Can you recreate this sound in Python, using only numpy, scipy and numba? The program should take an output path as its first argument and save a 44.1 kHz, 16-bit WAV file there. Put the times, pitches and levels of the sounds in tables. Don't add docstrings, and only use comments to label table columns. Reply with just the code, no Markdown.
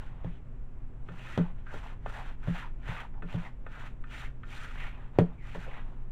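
import sys
import numpy as np
from scipy import signal
from scipy.fft import rfft, irfft
from scipy.io import wavfile
from scipy.ndimage import uniform_filter1d
from numba import njit

SR = 44100
rng = np.random.default_rng(int(sys.argv[2]) if len(sys.argv) > 2 else 0)


def dump(signal):
    limited = np.clip(np.atleast_2d(signal).T, -1, 1)
    pcm = np.round(limited * 32767).astype(np.int16)
    wavfile.write(sys.argv[1], SR, pcm)


N = 269655
TIME = np.arange(N) / SR


def undb(db):
    return 10 ** (np.asarray(db) / 20)


def unit(x):
    return x / np.sqrt(np.mean(x ** 2))


def colour(x, points):
    hz, db = np.transpose(points)
    bin_hz = np.maximum(np.arange(N // 2 + 1) * SR / N, 1)
    gain = undb(np.interp(np.log(bin_hz), np.log(hz), db))
    return unit(irfft(rfft(x) * gain, N))


def wander(rate):
    hold = max(int(SR / rate), 1)
    steps = rng.standard_normal(N)[np.arange(N) // hold]
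    return unit(uniform_filter1d(steps, hold))


def add(track, start_s, sound):
    i = max(int(start_s * SR), 0)
    track[i:i + len(sound)] += sound[:N - i]


def fade(t, t60):
    return np.exp(-np.log(1000) * t / t60)


def swell(t, peak_s, sharpness=2):
    return (t / peak_s * np.exp(1 - t / peak_s)) ** sharpness


@njit
def resonance(x, hz, width_hz):
    y, band_state, low_state = np.empty(len(x)), 0., 0.
    for i in range(len(x)):
        g, damping = np.tan(np.pi * hz[i] / SR), width_hz / hz[i]
        band = (band_state + g * (x[i] - low_state)) / (1 + g * (g + damping))
        band_state, low_state = 2 * band - band_state, low_state + 2 * g * band
        y[i] = damping * band
    return y


def grains(per_second, spread_db):
    hit = rng.random(N) < per_second / SR
    size = undb(spread_db * np.minimum(rng.exponential(size=N), 6))
    return unit(hit * size * rng.choice([-1, 1], N))


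def bursts(times, levels_db, spectrum, t60):
    envelope = np.zeros(N)
    for start_s, db in zip(times, levels_db):
        add(envelope, start_s, undb(db) * fade(TIME[:SR // 2], t60))
    return colour(envelope * rng.standard_normal(N), spectrum) * np.sqrt(np.mean(envelope ** 2))


# frequency in Hz, relative level in dB.
ROOM_TONE = [(10, 0.5), (24, 5.5), (31, -16.5), (41, 0), (56, -16.5), (100, -15.5), (160, -23),
             (300, -31.5), (600, -39), (1200, -44.5), (2500, -53.5), (4700, -73.5), (7200, -68.5),
             (10000, -78), (15000, -85)]
# frequency of a partial in Hz, level in dB.
APPLIANCE_HUM = [(123.3, -54), (247, -64.5), (382, -74.5), (425, -95)]


def kitchen(room_tone_db=-37):
    clock = np.cumsum(1 + 0.00812 * wander(rate=6)) / SR
    hum = sum(undb(db) * np.sqrt(2) * np.sin(2 * np.pi * hz * clock) for hz, db in APPLIANCE_HUM)
    air = undb(room_tone_db) * colour(rng.standard_normal(N), ROOM_TONE)
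    return air + hum * undb(0.62 * wander(rate=5.8))


def room(x, t60=0.2, wet_db=-14):
    t = TIME[:SR // 2]
    tail = rng.standard_normal(len(t)) * fade(t, t60) * (t > .006)
    return x + undb(wet_db) * signal.fftconvolve(x, tail / np.sqrt(np.sum(tail ** 2)))[:N]


# start and length in seconds, first and last pitch in Hz,
# level at mid-stroke in dB.
GLOVE_RUBS = [(1.657, 0.074, 1540, 1520, -51.5), (1.824, 0.038, 1010, 980, -52.5),
              (2.067, 0.046, 1380, 1420, -49), (2.14, 0.11, 760, 900, -47), (2.532, 0.055, 760, 835, -46),
              (2.592, 0.097, 1080, 920, -48), (2.96, 0.045, 1320, 1190, -47.5),
              (2.998, 0.069, 815, 900, -49), (3.126, 0.095, 840, 820, -58.5),
              (3.44, 0.062, 920, 880, -51.5), (3.442, 0.044, 1970, 1910, -49),
              (3.712, 0.13, 1330, 1430, -53.5), (4.592, 0.15, 1480, 1370, -55),
              (4.778, 0.08, 2000, 1900, -47.5), (5.371, 0.11, 2380, 1700, -60.5),
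              (5.66, 0.046, 620, 595, -47)]


def glove_rubs(width_hz=190.0):
    out, slips = np.zeros(N), grains(per_second=4000, spread_db=3)
    for start_s, length_s, first_hz, last_hz, db in GLOVE_RUBS:
        drive = slips[int(start_s * SR):int((start_s + length_s) * SR)]
        along = np.linspace(0, 1, len(drive))
        hz = first_hz * (last_hz / first_hz) ** along
        rub = resonance(resonance(drive, hz, width_hz), hz, 4.5 * width_hz)
        add(out, start_s, undb(db) * unit(rub) * np.sin(np.pi * along))
    return out


# frequency in Hz, relative level in dB, seconds to fall 60 dB.
GLASS_MODES = [(1258, 7.5, 0.037), (1400, -3, 0.21), (1513, 3.5, 0.052), (1624, -11.5, 0.058),
               (1776, -3, 0.13), (2240, 2.5, 0.0082), (2530, -6, 0.061), (2710, 0, 0.0064),
               (3500, -20, 0.045)]


def glass_ring(detune=0):
    t = TIME[:SR // 4]
    hz, db, t60 = np.transpose(GLASS_MODES)[:, :, None]
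    sign = (-1) ** np.arange(len(GLASS_MODES))[:, None]
    return (sign * undb(db) * fade(t, t60) * np.sin(2 * np.pi * hz * (1 + detune) * t)).sum(0)


# start in seconds, relative level in dB.
FINGER_TAPS = [(1.087, -32), (1.667, -36.5), (1.835, -49), (2.063, -30.5), (2.429, -40.5), (3.141, -48),
               (3.223, -32), (3.665, -32), (4.040, -34), (4.434, -33), (5.452, -42)]


def finger_taps():
    rings = np.zeros(N)
    for start_s, db in FINGER_TAPS:
        detune = 0.0035 * rng.standard_normal((len(GLASS_MODES), 1))
        add(rings, start_s, undb(db - 16.5) * glass_ring(detune))
    times, tap_db = np.transpose(FINGER_TAPS)
    return rings + bursts(times, tap_db - 22, CRUNCH_SPECTRUM, t60=0.033)


# frequency in Hz, relative level in dB, seconds to peak.
COUNTER_MODES = [(170, -2.5, 0.03), (210.3, -15.5, 0.028), (251.3, -11.5, .018), (327.4, -18, 0.019),
                 (398, -16.5, 0.018), (448, -12.5, 0.018), (570, -27, 0.016), (610, -19.5, 0.017),
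                 (696, -40, 0.01), (860, -30, 0.0042), (920, -37, 0.012)]
# frequency in Hz, relative level in dB.
CRACK_SPECTRUM = [(400, 11), (1400, 1), (2600, 1.5), (3500, -7.5), (4800, -11), (8000, -19.5), (13500, -23),
                  (15500, -38)]
RATTLE_SPECTRUM = [(80, -10), (250, 8.5), (500, 11), (950, 2), (1200, -4), (1700, -5.5), (2600, -15.5),
                   (3400, -14), (4800, -39), (7000, -32), (11000, -53), (14000, -50)]
# start in seconds, boom, thud and clack levels in dB,
# first pitch of the clack in Hz, relative rattle level in dB, roll-off of the boom in dB per octave.
BOWL_KNOCKS = [(0.2454, -32.5, -30.5, -30.5, 820, -44.5, 10), (1.089, -40.5, -52, -42, 525, -48, 12),
               (1.3766, -18, -25, -13.5, 710, -28.5, 2), (1.741, -47.5, -39.5, -34, 700, -45, -8),
               (2.061, -64, -57, -24, 1230, -42.5, 5), (2.474, -23.5, -24, -38, 684, -39, 8.5),
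               (2.888, -38.5, -29.5, -36, 890, -63, 22), (3.226, -36, -60, -49, 560, -46, 1.5),
               (3.343, -27.5, -25.5, -36, 910, -44, 8), (3.666, -74, -70, -40, 710, -48, 13),
               (5.187, -16, -16.2, -6, 664, -22.5, -1), (5.548, -39.5, -45, -49, 900, -37, -2)]


def bowl_knocks(thud_hz=118, sag_s=0.0019):
    tones, t = np.zeros(N), TIME[:SR // 4]
    for start_s, boom_db, thud_db, clack_db, clack_hz, _, rolloff_db in BOWL_KNOCKS:
        boom = 0
        for k, (hz, db, peak_s) in enumerate(COUNTER_MODES):
            gain = undb(db - rolloff_db * np.log2(hz / COUNTER_MODES[0][0]))
            boom += (-1) ** k * gain * swell(t, peak_s, sharpness=2.78) * np.sin(2 * np.pi * hz * t)
        thud = -swell(t, peak_s=0.01) * np.sin(2 * np.pi * thud_hz * t)
        clack = swell(t, peak_s=0.001) * np.sin(2 * np.pi * clack_hz * sag_s * np.log1p(t / sag_s))
        add(tones, start_s, undb(boom_db) * boom + undb(thud_db) * thud + undb(clack_db) * clack)
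    times, *_, rattle_db, _ = np.transpose(BOWL_KNOCKS)
    crack_db = rattle_db - 0.3 * (rattle_db.max() - rattle_db) - 4.5
    crack = bursts(times, crack_db, CRACK_SPECTRUM, t60=0.0092)
    rattle = bursts(times, rattle_db + 2, RATTLE_SPECTRUM, t60=0.095)
    return tones + crack + rattle


# start of full grip and hold in seconds, crunch level and
# its rise over the hold in dB, hollow and grit in dB against the crunch, mid-hold scrunch pitch in Hz.
HAND_SQUEEZES = [(0.0, 0.087, -60, -4.5, 0.5, -18.5, 1380), (0.12, 0.15, -66.5, 1, 7, -25, 1100),
                 (0.28, 0.074, -63, -1, -11, -20.5, 2080), (1.085, 0.072, -61.5, 6.5, 3, -18, 1380),
                 (1.19, .18, -50.5, 5, -5.5, -17.5, 2100), (1.41, 0.078, -56.5, -9, 5.5, -22, 1330),
                 (1.585, 0.026, -67, -0.5, -2, -25, 1200), (1.736, 0.044, -50, 2, 1, -16, 1400),
                 (1.849, 0.068, -54.5, -4.5, 2.5, -19.5, 1200), (2.10, 0.093, -49.5, 3, -2, -17, 1600),
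                 (2.24, 0.052, -52.5, 2, -1.5, -20, 1870), (2.466, 0.024, -51, 4, 0.5, -19, 1410),
                 (2.564, 0.062, -43.5, -3, -10, -20.5, 2130), (2.897, 0.12, -45, -4.5, -1, -21.5, 1890),
                 (3.314, .15, -52, -2.5, -2, -19, 1660), (3.732, 0.13, -52, 4.5, -1.5, -19.5, 1510),
                 (4.136, 0.11, -47, 1, -7.5, -18, 2100), (4.522, 0.12, -47.5, 2.5, -8, -15.5, 2340),
                 (4.69, 0.065, -54.5, 1, -3.5, -15.5, 1500), (4.80, 0.077, -47, -1, -5, -21.5, 2420),
                 (4.949, 0.12, -62, -2.5, 3.5, -25, 1460), (5.16, 0.17, -64.5, -1.5, 6, -23, 1230),
                 (5.467, 0.18, -53.5, 4, -3, -16.5, 1600), (5.698, 0.096, -53, 2, 1, -25, 1900),
                 (5.87, 0.2, -71.5, -11.5, 8.5, -20, 1150)]


def grip(attack_s=0.071, release_s=0.065, grit_fade_db=-1.5, sag_octaves=0.47):
    power = undb([-84, -82, -99])[:, None] ** 2 * np.ones(N)
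    weight, weighted_hz = 0, 0
    for start_s, hold_s, db, rise_db, hollow_db, grit_db, hz in HAND_SQUEEZES:
        closing = np.clip((TIME - start_s) / hold_s, 0, 1) - .5
        before = np.maximum(start_s - TIME, 0) / attack_s
        after = np.maximum(TIME - start_s - hold_s, 0) / release_s
        slack = (before + after) ** 1.22
        crunch = undb(db + rise_db * closing - 20 * slack)
        hollow = crunch * undb(hollow_db)
        grit = crunch * undb(grit_db + grit_fade_db * closing)
        power += np.array([crunch, hollow, grit]) ** 2
        weight += crunch
        weighted_hz += crunch * hz * 2 ** (-sag_octaves * closing)
    return (*np.sqrt(power), weighted_hz / weight)


# frequency in Hz, relative level in dB.
CRUNCH_SPECTRUM = [(500, -17.5), (1000, -28), (1350, -1), (1900, 0.5), (2200, -3), (2550, -2), (3100, -5.5),
                   (3700, -10), (4300, -20), (5200, -72), (8000, -39)]
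HOLLOW_SPECTRUM = [(120, -15), (300, -6), (580, 5.5), (720, 5), (850, 9), (1050, 7.5), (1300, -1),
                   (2500, -51)]
GRIT_SPECTRUM = [(2500, -13.5), (4200, 3.5), (5200, -1.5), (6200, 2), (7100, 2), (8000, -5.5), (9000, -3),
                 (10000, -9.5), (11200, -19), (13200, -9.5), (14400, -21), (15500, -27.5)]


def kneading():
    crunch_gain, hollow_gain, grit_gain, scrunch_hz = grip()
    slips = undb(1.17 * wander(rate=90))
    shear = grains(per_second=7000, spread_db=-2) * slips
    direct = colour(shear, CRUNCH_SPECTRUM)
    pocket_hz = scrunch_hz * np.exp(0.29 * wander(rate=28))
    pocket = unit(resonance(direct, pocket_hz, width_hz=440.0))
    scrape = grains(per_second=2000, spread_db=4.5) * slips
    wall = unit(signal.fftconvolve(scrape, glass_ring())[:N])
    crunch = crunch_gain * unit(direct + undb(-5) * pocket + undb(-3) * wall)
    under_palm = grains(per_second=3000, spread_db=3.5) * undb(wander(rate=77))
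    hollow = hollow_gain * colour(under_palm, HOLLOW_SPECTRUM)
    grit = grit_gain * colour(shear * grains(per_second=20000, spread_db=1.8), GRIT_SPECTRUM)
    return undb(-0.5) * crunch + undb(-2.5) * hollow + undb(0.5) * grit


def scene():
    at_counter = kneading() + glove_rubs() + bowl_knocks() + finger_taps()
    return (room(at_counter) + kitchen())[None]


# centre in Hz, width in Hz.
PORT_NOTCHES = [(6600, 370), (9400, 200)]


def record(dry):
    for hz, width_hz in PORT_NOTCHES:
        dry = signal.lfilter(*signal.iirnotch(hz, hz / width_hz, fs=SR), dry)
    return signal.sosfilt(signal.ellip(8, .2, 70, 15600, fs=SR, output="sos"), dry)


dry = scene()
out = record(dry)
dump(out)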